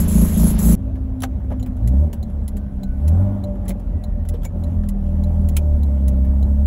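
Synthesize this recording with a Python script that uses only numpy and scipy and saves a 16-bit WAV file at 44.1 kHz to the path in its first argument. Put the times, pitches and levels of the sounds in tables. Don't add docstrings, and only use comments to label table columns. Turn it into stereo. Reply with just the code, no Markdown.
import sys
import numpy as np
from scipy import signal
from scipy.fft import rfft, irfft, next_fast_len
from scipy.io import wavfile
from scipy.ndimage import uniform_filter1d

SR = 44100
rng = np.random.default_rng(int(sys.argv[2]) if len(sys.argv) > 2 else 0)


def generate_wav(sig):
    pcm = np.round(np.clip(np.atleast_2d(sig).T, -1, 1) * 32767).astype(np.int16)
    wavfile.write(sys.argv[1], SR, pcm)


def convert_level_to_amplitude(level_db):
    exponent = np.asarray(level_db, float) / 20
    return 10 ** exponent


N = 293706
CUT_S = .76

# pitch_hz, width_hz, level_db
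PIPE_MODES = [(124, 78, -10.5), (174.8, 27.7, 0.5), (200.7, 22, 0.5), (224, 25, -4), (281, 24, -13),
              (350.6, 30, -23), (393.5, 21, -18.5), (509.5, 35, -23), (604, 46, -21), (910, 440, -26.5)]
# pitch_hz, width_hz, level_db
SHELL_MODES = [(111, 21, -8.5), (158.9, 41, -10.5), (199.4, 25.5, 4.5), (258.6, 26, -12), (369, 60, -15),
               (542, 81, -17), (590.4, 12, -12), (739, 89, -20.5)]
# pitch_hz, level_db (per Hz)
JET_COLOUR = [(100, -11.5), (400, -5), (1000, -14), (2500, -28), (5000, -18), (7000, -11), (9000, -7.5),
              (11000, -2), (13000, -9), (15700, -13), (16100, -59.5)]
# pitch_hz, level_db (per Hz)
BUZZ_COLOUR = [(1000, -22), (3000, -6), (5000, -5.5), (7000, -6.5), (9000, -0.5), (11000, -1), (13000, -4),
               (15700, -3.5), (16100, -46.5)]
# pitch_hz, level_db (per Hz)
RUMBLE_COLOUR = [(12, -41.5), (20, -18.5), (53, -2), (78, 3.5), (99, -5), (145, -17.5), (212, -10.5),
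                 (265, -18), (326, -23.5), (456, -28.5), (593, -26), (652, -29), (933, -37.5), (2420, -54),
                 (6000, -63.5), (7800, -101), (13200, -120)]
# pitch_hz, level_db (per Hz)
YARD_COLOUR = [(150, -10), (400, 1), (1000, -3), (2500, -10), (5000, -10), (6500, -18), (9000, -43.5)]
RUMBLE_DB, YARD_DB = -25.5, -39

# time_s, speed_turns_per_s
IDLE_SPEED = [(0.0, 28.6), (0.126, 27.6), (0.196, 28.6), (0.306, 27.1), (0.382, 27.5), (0.45, 28.3),
              (0.562, 26.5), (0.684, 28.5), (0.752, 28.3)]
# start_s, length_s, bark_boost_db
SURGES = [
    (-0.06, 0.07, 4),
    (0.166, 0.075, 7),
    (0.406, 0.055, 8),
    (0.555, 0.005, 1),
    (0.66, 0.09, 7),
]
SURGE_RISE_S, SURGE_FALL_S, PIPE_BARK_DB = .045, .03, -20
# stumbling_db, catching_db
LOPE_ORDERS = [(-27, -46), (-31, -12), (-21, -32)]
# order, level_db
HALF_ORDERS = [(1.5, -24), (2.5, -22)]
HALF_DB = -1.5
# start_s, length_s, level_db
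JETS = [
    (-0.02, 0.025, -25),
    (0.084, 0.172, -29),
    (0.27, 0.1, -33),
    (0.374, 0.128, -28),
    (0.592, 0.004, -24),
    (0.628, 0.108, -26),
]
JET_RISE_S, JET_FALL_S = .012, .07

# time_s, speed_turns_per_s
CABIN_SPEED = [(0.76, 26.3), (1.79, 25.2), (1.89, 30.2), (2.04, 38.7), (2.09, 39), (2.22, 36.5),
               (2.91, 31.8), (3.11, 40), (3.22, 48.1), (3.29, 50), (3.53, 48.8), (4.29, 40), (4.75, 41.5),
               (5.06, 38.6), (5.34, 40.1), (6.15, 32.6), (6.3, 33.7), (6.66, 35.2)]
# time_s, level_db
LOAD = [(0.76, -32), (1.78, -30), (1.84, -15.5), (1.98, -11.5), (2.06, -16), (2.09, -32), (2.92, -30),
        (3.06, -13), (3.23, -13.5), (3.28, -20), (3.53, -36), (4.54, -34), (4.6, -20.5), (4.75, -21.5),
        (4.95, -36), (5.06, -20), (5.34, -16), (6.66, -14.5)]
FULL_LOAD_DB = -12
# time_s, firing_db, rocking_db (once a turn), bark_db
LURCHES = [(1.53, -31, -50, -28), (1.72, -29, -40, -28), (1.94, -30, -40, -24.5), (2.04, -30, -40, -24.5),
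           (2.22, -22, -50, -38), (2.35, -17.5, -33, -37), (2.45, -18, -34, -45), (2.53, -24, -23, -40),
           (2.78, -21.5, -25.5, -38), (2.9, -22.5, -20, -35), (3.14, -20, -38, -22), (3.23, -20, -30, -26),
           (3.31, -19, -30, -22), (3.5, -40, -23.5, -22), (3.6, -30, -21, -44), (3.71, -43, -21.5, -24),
           (3.89, -36, -18.5, -38), (4.13, -30, -18.5, -33), (4.2, -22, -24, -30), (4.31, -21, -21.5, -27),
           (4.42, -36, -19.5, -29), (4.56, -30, -26, -26), (4.8, -27, -17.5, -31), (4.88, -24, -20, -32),
           (4.97, -40, -19, -33), (5.06, -25, -19, -34), (5.31, -25, -24, -27), (5.74, -25, -20, -40),
           (6.15, -25, -24, -28), (6.3, -25, -24, -31), (6.58, -25, -24, -40)]
LURCH_S = .12
# pitch_hz, level_db
MOUNTS_ORDER_1 = [(25, -48), (37, -38), (42, -27), (50, -30)]
# pitch_hz, level_db
CABIN_ORDER_4 = [(100, -22), (120, -19), (138, -35), (160, -30), (182, -40), (199, -18)]
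# pitch_hz, level_db
CABIN_ORDER_5 = [(150, -46), (180, -38), (197, -25), (240, -36)]
DRONE_SHARE, SHELL_SHARE, BUZZ_SHARE, RUMBLE_SHARE = .55, .3, .4, .1
SHELL_BARK_DB, BUZZ_FULL_DB, BUZZ_DB_PER_TURN = -32, -59.5, .1
CLUTCH_S, CLUTCH_LENGTH_S, CLUTCH_FADE_S, CLUTCH_ROCK_DB, CLUTCH_LOAD_DB = 4.85, .72, .25, -22, -9
# order, level_db, share_db_per_db (of load)
UPPER_ORDERS = [(3, -6, .3), (6, -1, .15), (7, -10, .5), (8, 0, .5), (10, 5, .3), (12, 8, .55),
                (14, -3, .2), (15, -4, .4), (16, -5, .5), (18, 3, .8)]
# pitch_hz, level_db
CABIN_AIR = [(100, -36), (160, -38), (205, -30), (235, -36), (262, -31), (288, -46), (345, -56), (375, -50),
             (395, -62), (540, -62), (570, -50), (593, -37), (625, -52), (900, -70)]
UPPER_WOBBLE_DB = 3.5

# pitch_hz, width_hz, level_db, until_s
BOOMS = [
    (40, 5.4, -34.5, 3.05),
    (67.3, 3.9, -30, 1.7),
    (80.04, 4, -33.5, 1.8),
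]
# pitch_hz, width_hz, level_db
DASH_MODES = [(275, 70, 2.5), (594, 30, 0), (720, 380, -4.5)]
DASH_DB, DASH_SHARE, DASH_DB_PER_TURN, DASH_TURNS = -35, .5, .9, 48
# start_s, length_s, from_hz, to_hz, level_db
WHINE = [
    (2.55, .8, 1545, 1450, -63),
    (3.95, .27, 1940, 1850, -64),
    (4.66, .36, 1900, 1780, -67),
    (5.7, .9, 2160, 2165, -71),
]
WHINE_FADE_S = .14

# start_s, peak_db, middle_db, knock_db, ring_hz
CLICKS = [(0.9554, -52, -51.5, -41.5, 1740), (1.2028, -35, -48, -54, 3780), (1.2198, -21, -40, -30, 1370),
          (1.2337, -18.5, -21, -17.5, 1480), (1.502, -56, -60, -31, 1300), (1.5125, -52, -54, -28, 1500),
          (1.5202, -48, -63.5, -28, 1320), (1.5955, -45, -50, -42.5, 3010),
          (1.6606, -40, -48.5, -35.5, 2500), (1.7669, -50.5, -54.5, -39.5, 1360),
          (2.1298, -26.5, -48.5, -32.5, 1350), (2.2998, -52.5, -55, -49.5, 1310),
          (2.5678, -34, -47.5, -42.5, 1300), (3.5554, -54, -58, -40.5, 1370),
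          (3.6524, -50, -58.5, -37, 1700), (3.6588, -52, -53, -38, 1770), (3.6907, -24, -43.5, -28, 4040),
          (3.7044, -32.5, -37, -33, 2120), (3.7953, -47, -59.5, -39.5, 1520), (4.2507, -45, -50, -54, 1480),
          (4.3375, -42, -47, -33, 3500), (4.351, -50, -51, -38, 3000), (4.418, -52, -55, -50, 3300),
          (4.432, -39.5, -49, -46, 1420), (4.444, -36, -46, -42, 1900), (4.4495, -25, -42, -30.5, 2230),
          (4.8337, -53.5, -47.5, -44.5, 1450), (5.5644, -34, -42, -50, 2600), (5.5662, -11, -27, -30, 2450),
          (5.5785, -34, -40, -45, 2450), (6.2474, -47.5, -53, -47.5, 1650)]
CLICK_T60_S, SOFT_T60_PER_DB = .045, .0006
# start_s, level_db, pitch_hz, t60_s
THUDS = [
    (2.3, -22.5, 190, 0.092),
    (3, -21.5, 120, .1),
    (1.3, -31, 180, 0.12),
    (1.52, -21, 530, 0.047),
    (1.237, -22, 780, 0.077),
    (4.342, -23, 470, .07),
    (4.452, -35, 510, .07),
    (5.03, -32, 320, .08),
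    (3.7, -28, 560, .08),
    (3.69, -24, 200, .1),
]
# start_s, level_db, pitch_hz, t60_s
RINGS = [
    (5.5662, -22, 9900, .05),
    (5.5665, -33, 1345, .05),
    (5.5665, -33, 5350, .04),
    (4.4525, -33, 7000, .06),
    (4.459, -36, 2250, .06),
    (3.686, -33, 11200, .07),
    (1.5965, -44, 7000, .07),
]
# start_s, peak_db, ring_db (above the peak)
TICKS = [(1.6267, -33.5, -11.5), (2.2278, -34.5, -10.5), (2.832, -33.5, -10), (3.4376, -34.5, -9),
         (4.0377, -34.5, -9), (4.6364, -36, -12.5), (5.236, -36, -10.5), (5.8306, -34, -15),
         (6.4263, -36, -13.5)]
# start_s, peak_db
TOCKS = [(1.8742, -27.5), (2.4783, -28), (3.0786, -27), (3.68, -25.5), (4.2868, -27), (4.8868, -28.5),
         (5.4865, -28.5), (6.0801, -28)]
# pitch_hz, level_db, t60_s
TICK_RING = [(716.8, 7, .07), (2140, -11.5, 0.04), (3041.6, -12.5, .03), (3720, 1, 0.035), (4073, 8, 0.042),
             (4550, -9, 0.035), (6800, -9.5, 0.039)]
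# pitch_hz, level_db, t60_s
TOCK_RING = [(1997, -1.5, 0.063), (3014, -9, 0.048), (4030, 0.5, 0.053), (7250, -4.5, 0.045),
             (10930, 10.5, 0.032)]

# pitch_hz, likeness (0 to 1)
PORT_LIKENESS = [(30, .97), (80, .93), (180, .97), (350, .72), (700, .86), (1300, .5), (2400, .35),
                 (5000, .45), (6500, .93), (16000, .88)]
# pitch_hz, level_db
LEFT_DB = [(60, 0), (150, 0), (300, 1.5), (700, 1.3), (1400, 3), (3000, 2.2), (6500, 0), (15000, 0)]
# pitch_hz, lag_cycles
PORT_LAG = [(2500, 0), (7000, 1), (9050, 1.5), (11400, 2), (13750, 2.5), (15800, 3)]


def evened(x):
    return x / np.sqrt(np.mean(x ** 2) + 1e-20)


def read(points, hz):
    f, value = np.transpose(points)
    return np.interp(np.log(hz + 1), np.log(f + 1), value)


def follow(curve, t):
    return np.interp(t, *np.transpose(curve))


def spell(t, start, length, rise_s, fall_s):
    return -np.maximum(start - t, 0) / rise_s - np.maximum(t - start - length, 0) / fall_s


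def add(mix, s, sound):
    part = mix[:, round(s * SR):][:, :sound.shape[1]]
    part += sound[:, :part.shape[1]]


def tone(cycles):
    phase = 2 * np.pi * cycles
    return np.array([np.sin(phase), np.sin(phase - np.pi / 2)])


def soft_ends(n):
    return signal.windows.tukey(n, 180 / n)


def resonate(x, hz, width):
    return signal.lfilter(*signal.iirpeak(hz, hz / width, SR), x)


def drift(n, hz):
    count = int(n / SR * hz * 2) + 4
    return np.interp(np.linspace(1, count - 2, n), np.arange(count), rng.standard_normal(count)) * 0.95


def noise(n, colour, patchy_db):
    a, b, patches = rng.standard_normal((3, 2, 513, n // 256 + 5))
    patches = uniform_filter1d(patches[0], size=14, axis=0)
    patches = evened(uniform_filter1d(patches, size=8, axis=1))
    spectrum = (a + 1j * b) * convert_level_to_amplitude(patchy_db * patches)
    white = signal.istft(spectrum, nperseg=1024, noverlap=768)[1][:, :n]
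    return evened(irfft(rfft(white) * convert_level_to_amplitude(read(colour, np.fft.rfftfreq(n, 1 / SR))), n))


def band(n, lo_hz, hi_hz):
    sos = signal.butter(2, [lo_hz, hi_hz], "band", fs=SR, output="sos")
    return evened(signal.sosfilt(sos, rng.standard_normal((2, n))))


def engine(t, speed, orders, order_db, body, bark_db, hiss_db, colour, start_turn, weak, loaded_db,
           uneven_db, rough, wobble_db, gate, patchy_db):
    n = len(t)
    turns = start_turn + np.cumsum(speed) / SR
    tones = sum(convert_level_to_amplitude(db + wobble_db * drift(n, 6.4)) * tone(k * turns + k / (2 * np.pi))
                for k, db in zip(orders, order_db))

    slack = np.clip((loaded_db - np.maximum(*order_db[:2])) / 10, .08, 1)
    firing = np.floor(2 * turns).astype(int)
    strength = convert_level_to_amplitude(uneven_db * slack * rng.standard_normal(size=600)[firing])
    strength = strength * np.where(firing % 2, weak, 1)
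    pulses = evened(strength * np.diff(firing, prepend=firing[0]))
    puffs = strength * np.exp(-(2 * turns % 1) / 1.05)
    companion = signal.hilbert(pulses, next_fast_len(n))[:n].imag
    turbulence = evened(puffs * rng.standard_normal((2, n)))
    drive = np.array([pulses, companion]) + rough * slack * turbulence

    bark = sum((-1) ** k * convert_level_to_amplitude(db) * evened(resonate(resonate(drive, hz, width), hz, 2 * width))
               for k, (hz, width, db) in enumerate(body))
    bark = bark / np.sqrt(uniform_filter1d(bark[0] ** 2, size=5000) + 1e-9)
    hiss = noise(n, colour, patchy_db) * evened(1 + gate * puffs)
    mix = np.sqrt(2) * tones + convert_level_to_amplitude(bark_db) * bark + convert_level_to_amplitude(hiss_db) * hiss
    return mix * soft_ends(n)


def idle_times():
    return np.arange(round((CUT_S - .006) * SR)) / SR


def surge_shapes(t):
    return [np.clip(1 + spell(t, s, length, SURGE_RISE_S, SURGE_FALL_S), 0, 1) for s, length, _ in SURGES]


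def tailpipe():
    t = idle_times()
    surges = surge_shapes(t)
    caught = np.max(surges, axis=0)
    boost_db = np.max([row[2] * surge for row, surge in zip(SURGES, surges)], axis=0)
    jet_db = np.max([db + 20 * spell(t, s, length, JET_RISE_S, JET_FALL_S) for s, length, db in JETS], axis=0)
    order_db = [stumbling + (catching - stumbling) * caught for stumbling, catching in LOPE_ORDERS]
    yard = convert_level_to_amplitude(YARD_DB) * noise(len(t), YARD_COLOUR, 1.5) * soft_ends(len(t))
    return yard + engine(
        t, follow(IDLE_SPEED, t), orders=(1, 2, 3), order_db=order_db, body=PIPE_MODES,
        bark_db=PIPE_BARK_DB + boost_db, hiss_db=jet_db, colour=JET_COLOUR, start_turn=.95, weak=0.37,
        loaded_db=-9.5, uneven_db=2.5, rough=.55, wobble_db=.7, gate=0.47, patchy_db=2.0)


def skips():
    t = idle_times()
    caught = np.max(surge_shapes(t), axis=0)
    turns = np.cumsum(follow(IDLE_SPEED, t)) / SR
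    tones = sum(convert_level_to_amplitude(db + HALF_DB + 2.5 * drift(len(t), 9)) * tone(k * turns + rng.random() / (2 * np.pi))
                for k, db in HALF_ORDERS)
    return tones * (1 - caught) * soft_ends(len(t))


def cabin_times():
    return np.arange(round(CUT_S * SR), N + 90) / SR


def cabin():
    t = cabin_times()
    slow = t[::64]
    speed, load_db = follow(CABIN_SPEED, slow), follow(LOAD, slow)
    drag_db = 20 * spell(slow, CLUTCH_S, CLUTCH_LENGTH_S, CLUTCH_FADE_S, CLUTCH_FADE_S)
    lift_db = load_db - FULL_LOAD_DB
    strain_db = np.maximum(load_db, CLUTCH_LOAD_DB + drag_db) - FULL_LOAD_DB
    lurches = [np.array(row)[:, None] + 20 * spell(slow, s, 0, LURCH_S, LURCH_S) for s, *row in LURCHES]
    fire_db, rock_db, knock_db = np.max(lurches, axis=0)

    bark_db = np.maximum(SHELL_BARK_DB + SHELL_SHARE * lift_db, knock_db)
    hiss_db = BUZZ_FULL_DB + BUZZ_SHARE * lift_db + BUZZ_DB_PER_TURN * (speed - speed.mean())
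    order_1_db = np.max([read(MOUNTS_ORDER_1, speed), rock_db, CLUTCH_ROCK_DB + drag_db], axis=0)
    order_2_db = np.maximum(load_db, fire_db)
    order_4_db = read(CABIN_ORDER_4, speed * 4) + DRONE_SHARE * lift_db
    order_5_db = read(CABIN_ORDER_5, speed * 5) + DRONE_SHARE * strain_db
    controls = [speed, bark_db, hiss_db, order_1_db, order_2_db, order_4_db, order_5_db]
    speed, bark_db, hiss_db, *order_db = (np.interp(t, slow, c) for c in controls)
    return engine(
        t, speed, orders=(1, 2, 4, 5), order_db=order_db, body=SHELL_MODES, bark_db=bark_db,
        hiss_db=hiss_db, colour=BUZZ_COLOUR, start_turn=0.3037, weak=0.19, loaded_db=-17.5,
        uneven_db=5, rough=.55, wobble_db=.9, gate=.15, patchy_db=2.0)


def upper_orders():
    t = cabin_times()
    slow = t[::64]
    speed, lift_db = follow(CABIN_SPEED, slow), follow(LOAD, slow) - FULL_LOAD_DB
    turns = np.cumsum(follow(CABIN_SPEED, t)) / SR
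    mix = np.zeros((2, len(t)))
    for k, db, share in UPPER_ORDERS:
        wobble_db = UPPER_WOBBLE_DB * drift(len(slow), SR / 100)
        level_db = db + read(CABIN_AIR, k * speed) + share * lift_db + wobble_db
        mix += np.interp(t, slow, convert_level_to_amplitude(level_db)) * tone(k * turns + rng.random() / (2 * np.pi))
    return mix


def panels(t):
    shake = rng.standard_normal((2, len(t)))

    def drum(hz, width, db):
        return convert_level_to_amplitude(db) * evened(resonate(resonate(shake, hz, width), hz, width))

    booms = sum(drum(hz, width, db) * np.clip((until - t) / 0.079, .15, 1) for hz, width, db, until in BOOMS)
    dash_db = DASH_DB + DASH_SHARE * (follow(LOAD, t) - FULL_LOAD_DB)
    dash_db = dash_db + DASH_DB_PER_TURN * (follow(CABIN_SPEED, t) - DASH_TURNS)
    return booms + convert_level_to_amplitude(dash_db) * sum(drum(*mode) for mode in DASH_MODES)


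def gear_whine(t):
    waver_hz, waver_db = 20 * drift(len(t), 30), 5.5 * drift(len(t), 12)
    mix = np.zeros((2, len(t)))
    for s, length, from_hz, to_hz, db in WHINE:
        cycles = np.cumsum(np.interp(t, [s, s + length], [from_hz, to_hz]) + waver_hz) / SR
        fade_db = 20 * spell(t, s, length, WHINE_FADE_S, WHINE_FADE_S)
        mix += convert_level_to_amplitude(db + waver_db + fade_db) * tone(cycles)
    return mix


def rumble():
    t = np.arange(CUT_S, N / SR + .01, 1 / SR)
    level_db = RUMBLE_DB + RUMBLE_SHARE * (follow(LOAD, t) - FULL_LOAD_DB)
    mix = convert_level_to_amplitude(level_db) * noise(len(t), RUMBLE_COLOUR, 2.3) + panels(t) + gear_whine(t)
    return t[0] - .004, mix * np.minimum((t - t[0]) / .004, 1)


def click(db, mid_db, knock_db, ring_hz, t60):
    t = np.arange(4000) / SR
    ragged = convert_level_to_amplitude(2.0 * drift(len(t), 250) - 60 * t / t60) * np.minimum(t / 0.002, 1)
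    broad = band(len(t), 1100, 5100)
    middle = 0.7 * broad + 0.9 * evened(resonate(broad, ring_hz, 260))
    snap = convert_level_to_amplitude(db - 6) * noise(len(t), BUZZ_COLOUR, 4.0) + convert_level_to_amplitude(mid_db - 1.0) * middle
    knock = convert_level_to_amplitude(knock_db - 3 - 45 * t / t60) * band(len(t), 300, 880) * np.minimum(t / 0.0052, 1)
    return snap * ragged + knock


def thud(db, hz, t60):
    t = np.arange(8000) / SR
    return convert_level_to_amplitude(db - 60 * t / t60) * np.minimum(t / 0.0026, 1) * tone(hz * t)


def relay(db, ring, ring_db, t60, bounce_s):
    t = np.arange(4000) / SR
    crack = noise(len(t), BUZZ_COLOUR, 0.84) * convert_level_to_amplitude(-60 * t / t60)
    modes = sum(convert_level_to_amplitude(mode_db - 60 * t / mode_t60) * tone(hz * t + rng.random())
                for hz, mode_db, mode_t60 in ring)
    hit = (crack + convert_level_to_amplitude(ring_db) * modes) * np.minimum(t / 0.0022, 1)
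    return convert_level_to_amplitude(db) * (hit + 0.56 * np.roll(hit, round(bounce_s * SR), axis=1))


def scene():
    mix = np.zeros((2, N))
    add(mix, 0, tailpipe())
    add(mix, 0, skips())
    add(mix, CUT_S, cabin())
    add(mix, CUT_S, upper_orders())
    add(mix, *rumble())
    for s, *row in CLICKS:
        add(mix, s, click(*row, t60=CLICK_T60_S - SOFT_T60_PER_DB * (row[0] + 10)))
    for s, *row in THUDS + RINGS:
        add(mix, s, thud(*row))
    for s, db, ring_db in TICKS:
        add(mix, s, relay(db - 6, TICK_RING, ring_db + 9, 0.034, 0.005))
    for s, db in TOCKS:
        add(mix, s, relay(db - 5, TOCK_RING, -9.5, 0.045, 0.0058))
    return mix


def band_limit(x):
    return signal.sosfilt(signal.butter(12, 16900, fs=SR, output="sos"), x)


def record(dry):
    hz = np.fft.rfftfreq(N, 1 / SR)
    main, other = rfft(dry)
    same, tilt = np.clip(read(PORT_LIKENESS, hz), 0, 1), convert_level_to_amplitude(read(LEFT_DB, hz) / 2)
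    lag = 2 * np.pi * np.interp(hz, *np.transpose(PORT_LAG))
    left = main * tilt
    right = (same * main * np.exp(1j * lag) + np.sqrt(1 - same ** 2) * other) / tilt

    kept = np.array([np.clip((abs(part(lag / 2)) - hz / 45000) / .2 + (hz < 6200), .04, 1)
                     for part in (np.cos, np.sin)])
    whole = np.array([left + right, left - right]) / 2
    thinned, lost = irfft(kept * whole, N), irfft((1 - kept) * whole, N)

    treble = irfft(main * (hz > 6200), N) ** 2
    sudden = uniform_filter1d(treble, size=150) / (abs(uniform_filter1d(treble, size=3000)) + 1e-12)
    mid, side = thinned + lost * np.clip((sudden - 3.5) / 2, 0, 1)
    ports = np.array([mid + side, mid - side])
    limited = ports / (1 + abs(ports / .95) ** 4) ** .25
    return band_limit(limited)


dry = scene()
out = record(dry)
generate_wav(out)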